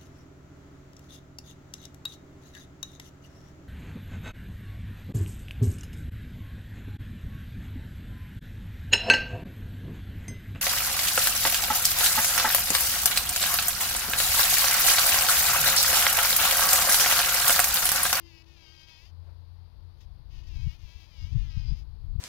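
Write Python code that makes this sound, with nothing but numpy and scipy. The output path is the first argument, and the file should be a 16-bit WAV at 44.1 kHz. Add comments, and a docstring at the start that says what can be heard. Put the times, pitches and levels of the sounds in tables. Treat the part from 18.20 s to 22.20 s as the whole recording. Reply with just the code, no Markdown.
"""Buzz pollination of a rose

A bumblebee shakes out pollen in short, thin buzzes: each cycle of its flight muscles knocks twice
against the stamens and grazes them once, forcing the flower to vibrate. The pitch sags as the bee
grips and rises as it lets go. Wind bumps the microphone over a faint hiss, a far drone and one
brush of leaves; nearly all is heard on the left."""
import sys
import numpy as np
from scipy import signal
from scipy.fft import rfft, irfft
from scipy.io import wavfile
from scipy.ndimage import uniform_filter1d

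SR = 44100
rng = np.random.default_rng(int(sys.argv[2]) if len(sys.argv) > 2 else 0)


def store_wav(level_fs):
    """Save 16-bit WAV to argv[1]."""
    pcm = np.round(np.clip(np.atleast_2d(level_fs), -1, 1) * 32767)
    wavfile.write(sys.argv[1], SR, pcm.T.astype(np.int16))


N = 176400
T = np.arange(N) / SR

# Levels in the tables are relative; the functions set the overall gain of each source.
# spectra of outdoor hiss, far rumble, leaves and right-channel hiss: (frequency [Hz], level [dB])
AIR_SPECTRUM = [(120, -16), (250, -3.5), (450, -3), (700, -5.5), (930, -2.5), (1300, -10.5), (2100, -16),
                (3100, -16), (4000, -10.5), (4700, -9.5), (5400, -22), (6500, -30.5), (8500, -48),
                (11000, -34.5), (15500, -36)]
RUMBLE_SPECTRUM = [(20, -7), (60, 12), (90, -1), (140, 2.5), (190, -9), (280, -25), (600, -61)]
LEAF_SPECTRUM = [(200, -3), (550, 6.5), (900, 3.5), (1800, -7), (3000, -13), (8000, -28)]
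RIGHT_HISS_SPECTRUM = [(100, 0), (2200, 0), (5000, -0.5), (7500, -12.5), (9000, -6), (10800, 3), (13000, 0),
                       (15500, -9)]
# courses of the far drone and of a faint, higher hum: (time [s], pitch [Hz], level [dB])
DRONE_CURVE = [(0, 86.45, -51), (.4, 85.96, -66.5), (.87, 84.6, -56.5), (.93, 84.5, -48),
               (1.03, 86.32, -47), (1.3, 86.34, -45.5), (1.55, 86.8, -50.5), (2.1, 85.7, -54.5),
               (2.6, 86.6, -63.5), (4, 85.4, -68)]
HUM_CURVE = [(0, 335.5, -62.5), (.08, 337, -61), (.2, 330, -66.5), (.45, 334, -74.5), (.62, 338, -74),
             (.8, 339.8, -91), (1.45, 332.5, -86), (1.6, 337, -76), (1.8, 335.7, -84), (2.2, 331.1, -76.5),
             (2.45, 332.7, -77.5), (2.9, 327.5, -83), (4, 331.6, -79.5)]
# strength of the wind on the microphone: (time [s], level [dB])
GUST_CURVE = [(0, -66.5), (1.52, -54.5), (1.59, -43.5), (1.66, -53), (1.78, -55.5), (1.88, -45),
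              (2.05, -47.5), (2.15, -39), (2.24, -44), (2.4, -31.5), (2.48, -30.5), (2.55, -51.5),
              (2.6, -49.5), (2.65, -40), (2.71, -61), (2.76, -43.5), (2.82, -56), (2.9, -54), (2.97, -49),
              (3.04, -31), (3.09, -43.5), (3.15, -23), (3.24, -31), (3.33, -40), (3.38, -29.5),
              (3.44, -34.5), (3.51, -24.5), (3.57, -38), (3.66, -42.5), (3.7, -42), (3.78, -44.5),
              (3.88, -35.5), (4, -28)]
# spectra of the wind and of the eddies in strong gusts: (frequency [Hz], level [dB])
WIND_SPECTRUM = [(12, -17.5), (28, -4), (48, 1.5), (80, -3), (120, -11), (170, -25.5), (250, -36.5),
                 (400, -54.5), (1000, -95)]
EDDY_SPECTRUM = [(30, 22), (70, -2), (115, 7.5), (160, -11.5), (220, -18.5), (330, -28), (600, -71),
                 (1500, -68)]
# sharp bumps of air: (time [s], envelope peak [dB])
AIR_BUMPS = [(2.474, -16), (3.168, -17), (3.374, -19), (3.523, -22.5), (3.963, -23)]
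# broad response of the flower to a knock: (frequency [Hz], level [dB])
FLOWER_RESPONSE = [(200, -27.5), (330, -11), (620, -19.5), (960, -9), (1300, -9.5), (1650, -10), (2100, -1),
                   (2600, -3.5), (3150, -3), (3700, -2.5), (4200, -5), (4950, -4.5), (5600, -7.5),
                   (6400, -9), (7300, -22), (8500, -31), (12000, -20), (15500, -26)]
# parts of the flower that ring on: (frequency [Hz], bandwidth [Hz], gain of the added band [dB])
FLOWER_MODES = [(2667, 400, -4), (3130, 127, -3.5)]
# the bee's successive grips: (time [s], second-knock delay [cycles], second-knock level [dB],
# graze delay [cycles], graze level [dB], treble gain [dB], whine gain [dB])
GRIP_SETTINGS = [(0, 0.37, -2, 0.23, -5, -3, 3), (0.249, .403, -4.5, 0.16, -20, -5, -6),
                 (.42, 0.41, -3.5, .2, -13.5, -5, 7.5), (.535, 0.39, -7.5, 0.23, -10, -2, 3),
                 (.565, .403, -5, .201, -18, -5, 11), (0.656, .39, -6.5, 0.193, -13, -3.5, 0),
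                 (.7, 0.38, -7.5, 0.28, -14, -6.5, 7), (.78, 0.38, -1.5, 0.24, -9.5, -1.5, 1),
                 (1.7, 0.44, -4, .2, -6, 16, 0), (2.09, 0.4, -10, 0.24, -15, -5.5, -0.5),
                 (2.291, 0.39, -2.5, 0.25, -14, -3, -2), (2.45, 0.43, -6, .318, -8.5, -1.5, -8),
                 (2.58, 0.387, -10, 0.3, -34.5, -1.5, -3), (2.872, 0.434, -4, 0.3255, -10.5, -3.5, 4.5),
                 (3.14, 0.39, -0.5, 0.17, -7.5, -8, -12), (3.291, 0.39, -8.5, 0.23, -7.5, -8.5, 9),
                 (3.45, 0.45, -5.5, 0.38, -8, -12, 9), (3.541, 0.39, -5.5, 0.23, 3.5, 2, 6)]
# a brief twitch of the wings: (time [s], pitch [Hz], level [dB])
TWITCH_CURVE = [(1.775, 344.5, -76), (1.8, 353.6, -77), (1.81, 379.7, -64.5), (1.828, 376.4, -68.5),
                (1.855, 350, -75)]
# one curve for each buzz: (time [s], pitch [Hz], level [dB])
BUZZ_CURVES = [
    [(0.0, 363, -67), (0.044, 340, -65), (0.066, 346, -60.5), (0.092, 341, -61.5), (0.13, 324, -61.5),
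     (0.152, 324.2, -59.5), (0.184, 320.3, -59.5), (0.216, 322.6, -62), (0.222, 323.3, -60.5),
     (0.236, 322, -77), (0.245, 329, -58)],
    [(0.255, 346.4, -71), (0.281, 371, -66), (0.341, 361, -64.5), (0.359, 344.4, -66),
     (0.373, 345.7, -61.5), (0.399, 323.3, -63), (0.421, 327.6, -60.5), (0.477, 313.7, -58),
     (0.557, 318.2, -60.5), (0.609, 315, -57), (0.647, 317.6, -58), (0.663, 321, -65), (0.687, 323, -56),
     (0.763, 313.5, -59), (0.817, 328.2, -61), (0.847, 341.6, -63.5), (0.857, 356, -60),
     (0.877, 387, -65.5), (0.91, 385, -71)],
    [(2.095, 363, -77), (2.111, 362.6, -68), (2.127, 379.2, -67), (2.145, 373, -64.5),
     (2.159, 373.7, -63.5), (2.175, 356.2, -65), (2.191, 360.4, -62.5), (2.227, 359.3, -69.5),
     (2.24, 370.7, -67)],
    [(2.24, 374.4, -61), (2.25, 377.4, -70.5), (2.28, 378.7, -62), (2.296, 354.4, -64),
     (2.31, 343.4, -62.5), (2.332, 334.8, -63), (2.36, 322, -58.5), (2.384, 319.5, -61),
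     (2.41, 312.4, -58.5), (2.436, 327.5, -59), (2.454, 321.7, -60.5), (2.468, 323.3, -60.5),
     (2.51, 310.7, -58), (2.52, 315.3, -58.5), (2.54, 332, -62), (2.55, 356.3, -61.5), (2.556, 365.1, -66),
     (2.575, 337.5, -67)],
    [(2.58, 350.5, -69.5), (2.612, 365.3, -66), (2.66, 335.3, -63.5), (2.696, 319, -60.5),
     (2.728, 329.4, -62), (2.794, 333.7, -63), (2.802, 328.1, -60.5), (2.824, 323, -61),
     (2.844, 322.7, -61.5), (2.87, 343, -66)],
    [(2.87, 345.6, -68), (2.884, 372, -67.5), (2.922, 343.5, -64), (2.962, 330.8, -62.5),
     (2.982, 320.1, -60), (3.03, 313.3, -57.5), (3.07, 318.5, -59), (3.09, 335, -63.5), (3.11, 334.6, -62)],
    [(3.11, 338.5, -64.5), (3.13, 379.6, -61.5), (3.142, 365.2, -62.5), (3.15, 351.7, -64),
     (3.16, 346.2, -63), (3.196, 360.4, -60), (3.28, 337.3, -62), (3.32, 319.7, -58.5),
     (3.348, 321.5, -59.5), (3.37, 311.8, -58.5), (3.398, 316.6, -57.5), (3.432, 310.2, -60),
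     (3.454, 297.8, -60), (3.49, 304.5, -55.5), (3.564, 341, -64.5), (3.584, 376.6, -62.5),
     (3.6, 378, -63.5), (3.622, 356, -72), (3.635, 366, -69)],
]


def from_db(db):
    """The decibel scale: 20 dB is a factor of ten in amplitude."""
    return 10 ** (np.asarray(db) / 20)


def unit_rms(x):
    """Normalisation to a mean power of 1."""
    return x / np.sqrt(np.mean(x ** 2) + 1e-20)


def level_out(x, window_s):
    """Dividing by the running rms flattens the envelope."""
    power = np.abs(uniform_filter1d(x * x, int(window_s * SR)))
    return x / np.sqrt(power + 1e-12)


def in_time(rows):
    """Linear interpolation of each column against time."""
    times, *columns = np.transpose(rows)
    return [np.interp(T, times, column) for column in columns]


def drift(rate_hz):
    """Low-passed noise gives a slow random fluctuation of rms about 1."""
    step, settle = 40, 2000
    pole = np.exp(-2 * np.pi * rate_hz * step / SR)
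    white = rng.standard_normal(N // step + settle + 2)
    slow = signal.lfilter([1], [1, -2 * pole, pole * pole], white)[settle:]
    return np.interp(np.arange(N) / step, np.arange(len(slow)), unit_rms(slow))


def colour(x, spectrum):
    """Minimum-phase filtering: folding the cepstrum makes the given response causal."""
    size = 2 * N
    hz, db = np.transpose(spectrum)
    grid_hz = np.maximum(np.arange(N + 1) * SR / size, 1)
    gain = from_db(np.interp(np.log(grid_hz), np.log(hz), db))
    cepstrum = irfft(np.log(gain))
    cepstrum[1:N] *= 2
    cepstrum[N + 1:] = 0
    return irfft(rfft(x, size) * np.exp(rfft(cepstrum)))[:N]


def noise(spectrum):
    """Spectral shaping turns white noise into coloured noise of rms 1."""
    return unit_rms(colour(rng.standard_normal(N), spectrum))


def high_pass(x, hz):
    """A first-order high-pass falls 6 dB per octave below its corner."""
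    return signal.sosfilt(signal.butter(1, hz, "high", fs=SR, output="sos"), x)


def resonance(x, hz, width_hz):
    """A damped two-pole resonator of peak gain 1: the narrower its band, the longer it rings."""
    radius = np.exp(-np.pi * width_hz / SR)
    feedback = [1, -2 * radius * np.cos(2 * np.pi * hz / SR), radius ** 2]
    return signal.lfilter(np.array([1, 0, -1]) * (1 - radius ** 2) / 2, feedback, x)


def far_tone(curve, gain_db, waver_db, pitch_wander):
    """Random frequency and amplitude modulation make a distant tone waver."""
    hz, db = in_time(curve)
    phase = 2 * np.pi * np.cumsum(hz * (1 + pitch_wander * drift(8.1))) / SR
    return np.sqrt(2) * np.sin(phase) * from_db(db + gain_db + waver_db * drift(7.3))


def leaves():
    """A soft brush of leaves is noise under a bell-shaped envelope."""
    peak_s, half_width_s = 1.085, 0.043
    return noise(LEAF_SPECTRUM) * from_db(-61.5) / (1 + ((T - peak_s) / half_width_s) ** 2)


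def garden():
    """Superposition of hiss, far rumble, two distant tones and leaves forms the background."""
    rustle = leaves()
    drone = far_tone(DRONE_CURVE, gain_db=2.5, waver_db=3, pitch_wander=0.0049)
    hum = far_tone(HUM_CURVE, gain_db=5, waver_db=2.7, pitch_wander=0.005)
    hiss = noise(AIR_SPECTRUM) * from_db(-64)
    rumble = noise(RUMBLE_SPECTRUM) * from_db(-54)
    return hiss + rumble + drone + hum + rustle


def wind():
    """Turbulent pressure on the microphone follows the gusts; strong gusts add quicker eddies."""
    strong_gust_db, eddy_growth = -25.5, 1.21
    gust_db, = in_time(GUST_CURVE)
    eddy_db = -28.5 + eddy_growth * (gust_db - strong_gust_db)
    lumps = level_out(noise(WIND_SPECTRUM), window_s=0.07) * from_db(gust_db + 4)
    eddies = level_out(noise(EDDY_SPECTRUM), window_s=0.0353) * from_db(eddy_db)
    return lumps + eddies


def air_bumps():
    """Pressure transients: each eddy that hits the microphone port makes one short swing."""
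    hz, width_s = 115, 0.0064
    return sum(from_db(db) * np.exp(-((T - s) / width_s) ** 2) * np.sin(2 * np.pi * hz * (T - s))
               for s, db in AIR_BUMPS)


def flower(force, whine_db):
    """Forced vibration: the flower filters the force and rings; some grips drive a high whine hard."""
    sound = colour(force, FLOWER_RESPONSE)
    for hz, width_hz, db in FLOWER_MODES:
        sound = sound + from_db(db) * resonance(sound, hz, width_hz)
    flicker_db = 2.5 * drift(18)
    return sound + from_db(whine_db + flicker_db) * resonance(sound, hz=4930, width_hz=233)


def grip(slide_s=0.03):
    """Smoothed steps: each grip is held until the next and slides into it."""
    times, *columns = np.transpose(GRIP_SETTINGS)
    held = np.maximum(np.searchsorted(times, T, "right") - 1, 0)
    return [uniform_filter1d(column[held], int(slide_s * SR)) for column in columns]


def knocks(cycles, jitter_s, strength, spread_db=1.5):
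    """An impulse train, one knock per cycle, roughened by jitter in time and shimmer in size."""
    before = np.flatnonzero(np.diff(np.floor(cycles)) > 0)
    jitter, shimmer = rng.standard_normal((len(before), 2)).T
    fraction = (np.ceil(cycles[before]) - cycles[before]) / np.diff(cycles)[before]
    position = before + fraction + jitter_s[before] * SR * jitter
    taps = position.astype(int)[:, None] + np.arange(-7, 9)
    offset = taps - position[:, None]
    pulses = np.sinc(offset) * np.sinc(offset / 8)  # a windowed sinc can fall between samples
    sizes = (strength * np.ones(N))[before] * from_db(spread_db * shimmer)
    return np.bincount(np.clip(taps, 0, N - 1).ravel(), (pulses * sizes[:, None]).ravel(), N)


def stamen_force(hz, second_delay, second_db, graze_delay, graze_db, treble_db):
    """Periodic impact: two knocks and a graze per cycle; a loose hold is higher, rougher, raspier."""
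    firm_hz, loose_hz = 315, 380
    looseness = np.clip((hz - firm_hz) / (loose_hz - firm_hz), 0, 1)
    jitter_s = np.interp(looseness, [0, 1], [12e-6, 33e-6])
    rasp_db = np.interp(looseness, [0, 1], [-10, -5])
    cycles = np.cumsum(hz * (1 + 0.005 * drift(45.1))) / SR
    first = knocks(cycles, jitter_s, strength=0.62)
    second_cycles = cycles - second_delay - 0.008 * drift(13)
    second = knocks(second_cycles, jitter_s, from_db(second_db + 2.1 * drift(8.7)))
    graze_cycles = cycles - graze_delay - 0.008 * drift(21)
    graze = knocks(graze_cycles, jitter_s, from_db(graze_db + 7.4 * drift(8.8)))
    impacts = first + second + graze
    rasp_swell = 1 + np.cos(2 * np.pi * (cycles - second_delay / 2))  # peaks between the two knocks
    rasp = high_pass(unit_rms(rng.standard_normal(N) * rasp_swell), hz=5000)
    force = unit_rms(impacts - impacts.mean()) + rasp * from_db(rasp_db)
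    treble_gain = from_db(treble_db + 5 * looseness)
    return force + high_pass(force, hz=4000) * (treble_gain - 1)


def bee():
    """Source and filter: in each burst the flight muscles supply the force, the flower the timbre."""
    bursts = sorted([*BUZZ_CURVES, TWITCH_CURVE], key=lambda burst: burst[0][0])
    hz, db = in_time([row for burst in bursts for row in burst])
    active = np.any([(T >= burst[0][0]) & (T <= burst[-1][0]) for burst in bursts], axis=0)
    gate = uniform_filter1d(active.astype(float), SR // 80)
    *contact, whine_db = grip()
    buzz = flower(stamen_force(hz, *contact), whine_db)
    return level_out(buzz, window_s=0.02) * gate * from_db(db + 6.5)


def scene():
    """Channel imbalance: the left carries the scene, the right only faint hiss and crosstalk."""
    left = bee() + wind() + air_bumps() + garden()
    right = left * from_db(-71.5) + noise(RIGHT_HISS_SPECTRUM) * from_db(-79)
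    return np.array([left, right])


def record(dry):
    """Band limiting: an elliptic low-pass cuts the highest treble steeply."""
    cutoff_hz = 15750
    return signal.sosfilt(signal.ellip(10, 0.1, 80, cutoff_hz, fs=SR, output="sos"), dry)


dry = scene()
out = record(dry)
store_wav(out)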